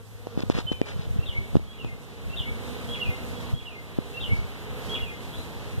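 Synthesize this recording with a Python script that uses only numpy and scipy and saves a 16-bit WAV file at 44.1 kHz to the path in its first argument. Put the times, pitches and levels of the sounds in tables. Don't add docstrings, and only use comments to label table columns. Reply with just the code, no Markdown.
import sys
import numpy as np
from scipy import signal
from scipy.fft import rfft, irfft
from scipy.io import wavfile
from scipy.ndimage import uniform_filter1d

SR = 44100
rng = np.random.default_rng(int(sys.argv[2]) if len(sys.argv) > 2 else 0)


def transcribe(signal):
    frames = np.atleast_2d(signal).T
    limited = np.clip(frames, -1, 1)
    pcm = np.round(limited * 32767).astype(np.int16)
    wavfile.write(sys.argv[1], SR, pcm)


def boost_factor(decibels):
    exponent = np.asarray(decibels, float) / 20
    return 10 ** exponent


N = 255780

# [time_s, hiss_level_db]
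RECORDER_GAIN = [(0, -62.5), (.3, -60), (.86, -61), (1.1, -60), (1.56, -59), (1.59, -64), (1.98, -62),
                 (2.4, -57.5), (2.77, -53.5), (3.05, -55), (3.51, -53.5), (3.55, -62.5), (4.16, -57.5),
                 (4.68, -56), (4.94, -51.5), (5.07, -57), (5.35, -55), (5.8, -56)]
# [time_s, rise_db]
SWARM_SURGES = [(.12, -6), (.4, 6.5), (.6, 4), (.9, 5.5), (1.25, 3), (1.84, 6), (2.14, 2.5), (2.68, 2.5),
                (3.039, 3.5), (3.72, 1.5), (4.1, 0.5), (4.74, 4.5), (4.9, 4), (5.1, 1), (5.65, 0)]
# [time_s, wingbeat_hz, level_db]
NEAR_BEE_VISITS = [
    [(2.45, 222.6, -54), (2.7, 242.3, -43.5), (2.764, 248, -49), (2.796, 232.5, -61), (2.87, 239.3, -46.5),
     (2.932, 238.2, -45), (2.95, 241.7, -61)],
    [(3.2, 237.3, -64), (3.25, 243.3, -44), (3.44, 241.3, -48.5), (3.462, 238, -67), (3.5, 240.1, -39)],
]
# [wingbeat_multiple, level_db]
WING_OVERTONES = [(1, -1), (2, 1.5), (3, -13), (4, -18), (5, -11.5), (6, -10), (7, -45), (8, -27)]
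# [delay_s, length_s, first_hz, last_hz, level_db]
FALLING_PHRASE = [
    (-.07, .04, 2660, 2750, -4),
    (-.012, .013, 2950, 3720, -6),
    (0, .05, 3883, 2840, 0.5),
    (.052, .027, 2430, 2050, -5),
    (.085, .052, 2170, 2230, 5.5),
]
# [delay_s, length_s, first_hz, last_hz, level_db]
WHISTLED_PHRASE = [
    (-.066, .015, 2863, 3450, -10),
    (-.053, .058, 3253, 3350, 0),
    (-.005, .022, 3796, 2350, -2),
    (.018, .03, 2340, 2060, -10),
    (.058, .042, 3020, 2660, -0.5),
    (.104, 0.0324, 2660, 2436, -2.5),
    (.148, .045, 2150, 2085, -2),
]
# [time_s, opening_db, closing_db]
FALLING_TIMES = [
    (1.264, -40.5, -40),
    (2.369, -35.5, -41),
    (4.21, -34.5, -37.5),
]
# [time_s, opening_db, closing_db]
WHISTLED_TIMES = [
    (1.728, -50, -44),
    (2.943, -35.5, -34),
    (3.596, -45, -42.5),
    (4.949, -31, -38.5),
]
# [start_s, length_s, first_hz, last_hz, level_db]
STRAY_NOTES = [
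    (.667, 0.034, 3050, 3064, -40),
    (.712, .067, 2680, 2250, -52),
    (.813, .09, 2450, 2260, -49),
    (3.346, 0.041, 3330, 3304, -48.5),
    (3.994, 0.041, 3340, 3320, -61),
    (5.325, .022, 3050, 3520, -47),
    (5.346, .018, 3010, 3520, -50),
    (5.35, .07, 3750, 4040, -48.5),
]
# [time_s, pitch_hz, level_db]
ENGINE_TONE = [
    (0, 104.3, -37),
    (.3, 106.1, -36),
    (.6, 105.3, -36),
    (.9, 99.7, -38),
    (1.1, 98.5, -39),
]
# [start_s, peak_db, swing_hz, direction, tick_db]
FINGER_TAPS = [(0.27, -13.5, 463, -0.66, -27.5), (0.375, -8.5, 224, 0.94, -29.5),
               (0.392, -15, 336, 0.81, -47), (.4045, -19, 340, 0.96, -19.5), (0.435, -16, 210, -1.5, -50),
               (0.4992, -4.5, 300, -1.15, -16.5), (.567, -18, 204, -0.9, -41),
               (.586, -13.5, 260, -1.2, -46), (0.716, -13, 270, -1.5, -46), (0.815, -3, 302, -0.8, -17),
               (1.5544, -2, 310, 0.95, -23), (1.567, 0, 180, -0.62, -24), (1.596, -20, 400, -0.65, -51),
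               (1.8464, -21.5, 306, -1.23, -28.5), (3.9865, -10.5, 242, -1.53, -60)]
# [start_s, length_s, level_db]
SKIN_RUBS = [
    (0.373, 0.042, -43),
    (0.417, 0.014, -35.5),
    (0.501, 0.028, -37),
    (0.533, 0.09, -33.5),
    (0.717, 0.016, -36),
    (0.849, 0.095, -39.5),
    (0.973, 0.1, -46),
]
# [frequency_hz, level_db_per_hz]
RUB_COLOUR = [(150, -8), (500, -5), (1500, -9), (3500, -10.5), (6000, -19), (10000, -31), (15000, -49)]
# [centre_s, peak_db, swing_hz, direction]
WIND_PUFFS = [(.552, -14, 139, -0.72), (0.656, -22.5, 99, -1.3), (0.963, -12, 121, 0.39),
              (0.995, -18, 118, 0.89), (1.078, -18, 82, 0.87), (1.112, -14, 84.5, 0.84),
              (1.163, -18.5, 156, 1), (1.1924, -9.5, 89.5, -0.96), (1.297, -19, 69, -1.1),
              (1.389, -12, 86, 0.76), (1.552, -7.5, 108, 0.63), (2.406, -17, 89.5, 0.89),
              (3.0934, -15.5, 95, -1), (3.5388, -13.5, 95, -1.14), (4.315, -22, 111, -0.84),
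              (4.324, -10.5, 89.5, -1), (4.3346, -12.5, 129, -0.99), (4.391, -17, 88, 1),
              (5.031, -15, 76.5, 0.49), (5.393, -21, 75, -0.89), (5.7825, -14, 90, -0.78)]
# [time_s, level_db]
WIND_GUSTS = [(.42, -39), (.72, -41), (1.87, -34.5), (2.3, -37.5), (2.5, -33.5), (2.7, -52), (2.9, -41),
              (4.0, -44), (4.7, -48), (5.6, -43)]
# [frequency_hz, level_db_per_hz]
AIR_COLOUR = [(40, 9.5), (100, 6.5), (200, -1), (350, -11), (600, -15.5), (1000, -20.5), (1600, -34),
              (2100, -18), (2700, -27.5), (3400, -19), (4000, -72), (4800, -40), (7000, -36), (15000, -60)]
# [frequency_hz, level_db_per_hz]
DIFFUSE_COLOUR = [(40, 6), (100, 2), (250, -12), (600, -15.5), (1200, -18), (2100, -18.5), (3000, -19),
                  (4000, -19), (5500, -36.5), (15000, -50)]
# [frequency_hz, level_db_per_hz]
HISS_COLOUR = [(3300, -5), (4300, 3.5), (6000, 2.5), (10000, 0), (15000, -1)]


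def curve(table):
    s, *columns = np.transpose(table)
    t = np.arange(N) / SR
    return [np.interp(t, s, c) for c in columns] + [(t > s[0]) & (t < s[-1])]


def unit(x):
    return x / np.sqrt(np.mean(x ** 2))


def walk(rate_hz):
    steps = np.repeat(rng.standard_normal(int(N * rate_hz / SR) + 2), repeats=8)
    steps = uniform_filter1d(uniform_filter1d(steps, size=8), size=8)
    return 1.3 * np.interp(np.arange(N) * rate_hz / SR, np.arange(len(steps)) / 8, steps)


def noise(colour, flicker_db, rate_hz):
    log_hz = np.log(np.fft.rfftfreq(N, 1 / SR) + 1)
    colour_hz, colour_db = np.transpose(colour)
    shape = boost_factor(np.interp(log_hz, np.log(colour_hz), colour_db, left=-60))
    full = rfft(rng.standard_normal(N)) * shape
    octave = log_hz / np.log(2)
    total = 0
    for k in range(int(np.log2(colour_hz[0])), 15):
        band = irfft(full * np.clip(1 - abs(octave - k), 0, 1), N)
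        total = total + band * boost_factor(flicker_db * walk(rate_hz))
    return unit(total)


def add(track, start_s, sound):
    i = int(start_s * SR)
    track[i:i + len(sound)] += sound[:N - i]


def ports(x, lag, left_db):
    i = np.arange(N)
    left = np.interp(i - lag, i, x) * boost_factor(left_db)
    return np.array([left, x])


def gain():
    return curve(RECORDER_GAIN)[0]


def crowd():
    swarm_over_hiss_db, surge_s = 5, 0.088
    t = np.arange(0, N / SR + .01, .01)
    swell = sum(db * np.exp(-((t - s) / surge_s) ** 2) for s, db in SWARM_SURGES)
    return gain() + swarm_over_hiss_db + np.interp(np.arange(N) / SR, t, swell)


def wings(hz):
    turn = np.cumsum(hz * (1 + 0.01206 * walk(60))) / SR
    cycle = np.linspace(0, 1, 257)
    stroke = sum(boost_factor(db) * np.sin(2 * np.pi * (k * cycle + rng.random())) for k, db in WING_OVERTONES)
    return unit(np.interp(turn % 1, cycle, stroke)) * boost_factor(3.1 * walk(40))


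def bees(swarm_db):
    swarm = 0
    for hz, side in zip(np.linspace(198, 252, num=14), rng.random(14)):
        bee = wings(hz * (1 + .04 * walk(6))) * boost_factor(4.0 * walk(5))
        swarm = swarm + ports(bee, 3 + 12 * side, -0.57)
    out = unit(swarm) * boost_factor(swarm_db + 1.5)
    for visit in NEAR_BEE_VISITS:
        hz, db, on = curve(visit)
        fundamental = 2.0 * np.sin(2 * np.pi * np.cumsum(hz) / SR)
        fade = uniform_filter1d(1. * on, size=1500)
        hover = (wings(hz) + fundamental) * boost_factor(db - 1.5) * fade
        out = out + ports(hover, 17.7, -1.1)
    return out


def notes():
    closing_s = .05
    out = list(STRAY_NOTES)
    for phrase, times in [(FALLING_PHRASE, FALLING_TIMES), (WHISTLED_PHRASE, WHISTLED_TIMES)]:
        for s, open_db, close_db in times:
            for delay, length, first_hz, last_hz, note_db in phrase:
                sung_db = close_db if delay > closing_s else open_db
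                out.append((s + delay, length, first_hz, last_hz, note_db + sung_db))
    return out


def bird():
    song = np.zeros(N)
    for s, length, first_hz, last_hz, db in notes():
        u = np.linspace(0, 1, int(length * 1.15 * SR))
        hz = last_hz + (first_hz - last_hz) * (1 - u) ** 1.8
        whistle = np.sin(2 * np.pi * np.cumsum(hz) / SR)
        add(song, s - 0.055 * length, boost_factor(db) * np.sin(np.pi * u) ** 0.36 * whistle)
    song = song * boost_factor(2.2 * walk(90))
    t = np.arange(int(.45 * SR)) / SR
    shared, own = rng.standard_normal(len(t)), rng.standard_normal((2, len(t)))
    branches = boost_factor(-28 - 60 * t / .17)
    hedges = boost_factor(-44 - 60 * t / 1.06)
    echo = (0.33 * shared + 0.82 * own) * (branches + hedges) * np.clip(t / 0.0027, 0, 1)
    direct = ports(song, 3.5, -0.7) * boost_factor(-3.0)
    return direct + signal.fftconvolve(song[None], echo, axes=1)[:, :N]


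def hand():
    out = np.zeros(N)
    i = np.arange(200)
    tick_shape = np.exp(-i / 30) * np.clip(i / 8, 0, 1)
    for (s, db, hz, way, tick_db), grit in zip(FINGER_TAPS, rng.standard_normal((len(FINGER_TAPS), 200))):
        u = np.arange(int(5 * SR / hz)) * hz / SR
        swing = np.sin(2 * np.pi * 0.9 * u ** 0.87)
        add(out, s, way * 2.35 * boost_factor(db) * swing * (1 - np.exp(-u / 0.25)) * np.exp(-u / 0.4))
        scratch = 2 * uniform_filter1d(uniform_filter1d(grit, size=4), size=4)
        click = 1.5 * way * np.exp(-((i - 12) / 6) ** 2)
        add(out, s + .0004, boost_factor(tick_db - 2) * (scratch + click) * tick_shape)
    pressure = np.zeros(N)
    for s, length, db in SKIN_RUBS:
        add(pressure, s, boost_factor(db) * np.sin(np.linspace(0, np.pi, int(length * SR))) ** .6)
    out = out + pressure * noise(RUB_COLOUR, 1.5, 150) * boost_factor(1.5 * walk(300))
    return np.array([out, -.04 * out])


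def gusts():
    under_puff_db, fade_db_per_s, calm_db = -23, 211, -70
    t = np.arange(0, N / SR + .01, .01)
    peaks = list(WIND_GUSTS) + [(s, db + under_puff_db) for s, db, _, _ in WIND_PUFFS]
    power = sum(boost_factor(2 * (db - fade_db_per_s * abs(t - s))) for s, db in peaks)
    return np.interp(np.arange(N) / SR, t, 10 * np.log10(power + boost_factor(2 * calm_db)))


def wind():
    db = gusts()
    band = signal.butter(2, [30, 110], "bandpass", fs=SR, output="sos")
    left, right = (unit(signal.sosfilt(band, rng.standard_normal(N)) * boost_factor(2.5 * walk(25))) for _ in range(2))
    right = right * boost_factor(db + 3.0)
    for s, peak_db, hz, way in WIND_PUFFS:
        u = np.linspace(-2, 2, int(4 * SR / hz))
        flex = np.cos(2 * np.pi * u) * np.exp(-(u / 0.44) ** 2)
        add(right, s - 2 / hz, way * boost_factor(peak_db) * flex)
    return np.array([left * boost_factor(0.55 * db - 11.5), right])


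def engine():
    hz, db, on = curve(ENGINE_TONE)
    turn = np.cumsum(hz * (1 + 0.011 * walk(19.4))) / SR
    return ports(np.sin(2 * np.pi * turn) * boost_factor(db) * on, -10, -0.71)


def air(air_db):
    shared = ports(noise(AIR_COLOUR, 0.23, 6.39), 5.4, 0.3)
    own = np.array([noise(DIFFUSE_COLOUR, 1.5, 7), noise(DIFFUSE_COLOUR, 1.5, 7)])
    return (0.94 * shared + 0.5 * own) * boost_factor(air_db + 11.5)


def scene():
    air_over_hiss_db, start_db, rise_s = 8, -7.5, 0.39
    air_db = gain() + air_over_hiss_db + start_db * np.exp(-np.arange(N) / SR / rise_s)
    return bees(crowd()) + bird() + hand() + wind() + engine() + air(air_db)


def roll_off(x):
    return signal.sosfilt(signal.butter(12, 15390, fs=SR, output="sos"), x)


def record(dry):
    port_lag, top_hz = 20, 14380
    hz = np.fft.rfftfreq(N, 1 / SR)
    cross = np.exp(-2j * np.pi * hz * port_lag / SR) / (1 + (hz / 5600) ** 8)
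    gain_db = gain()
    left_hiss = noise(HISS_COLOUR, 0.47, 12) * boost_factor(0.56 * gain_db - 29)
    right_hiss = noise(HISS_COLOUR, 1.8, 20) * boost_factor(gain_db + 5)
    hiss = rfft(np.array([left_hiss, right_hiss]), axis=1)
    sound = rfft(dry, axis=1)
    stereo = sound - cross * sound[::-1] + hiss
    mix = irfft(stereo * (hz < top_hz), N, axis=1)
    return roll_off(mix)


dry = scene()
out = record(dry)
transcribe(out)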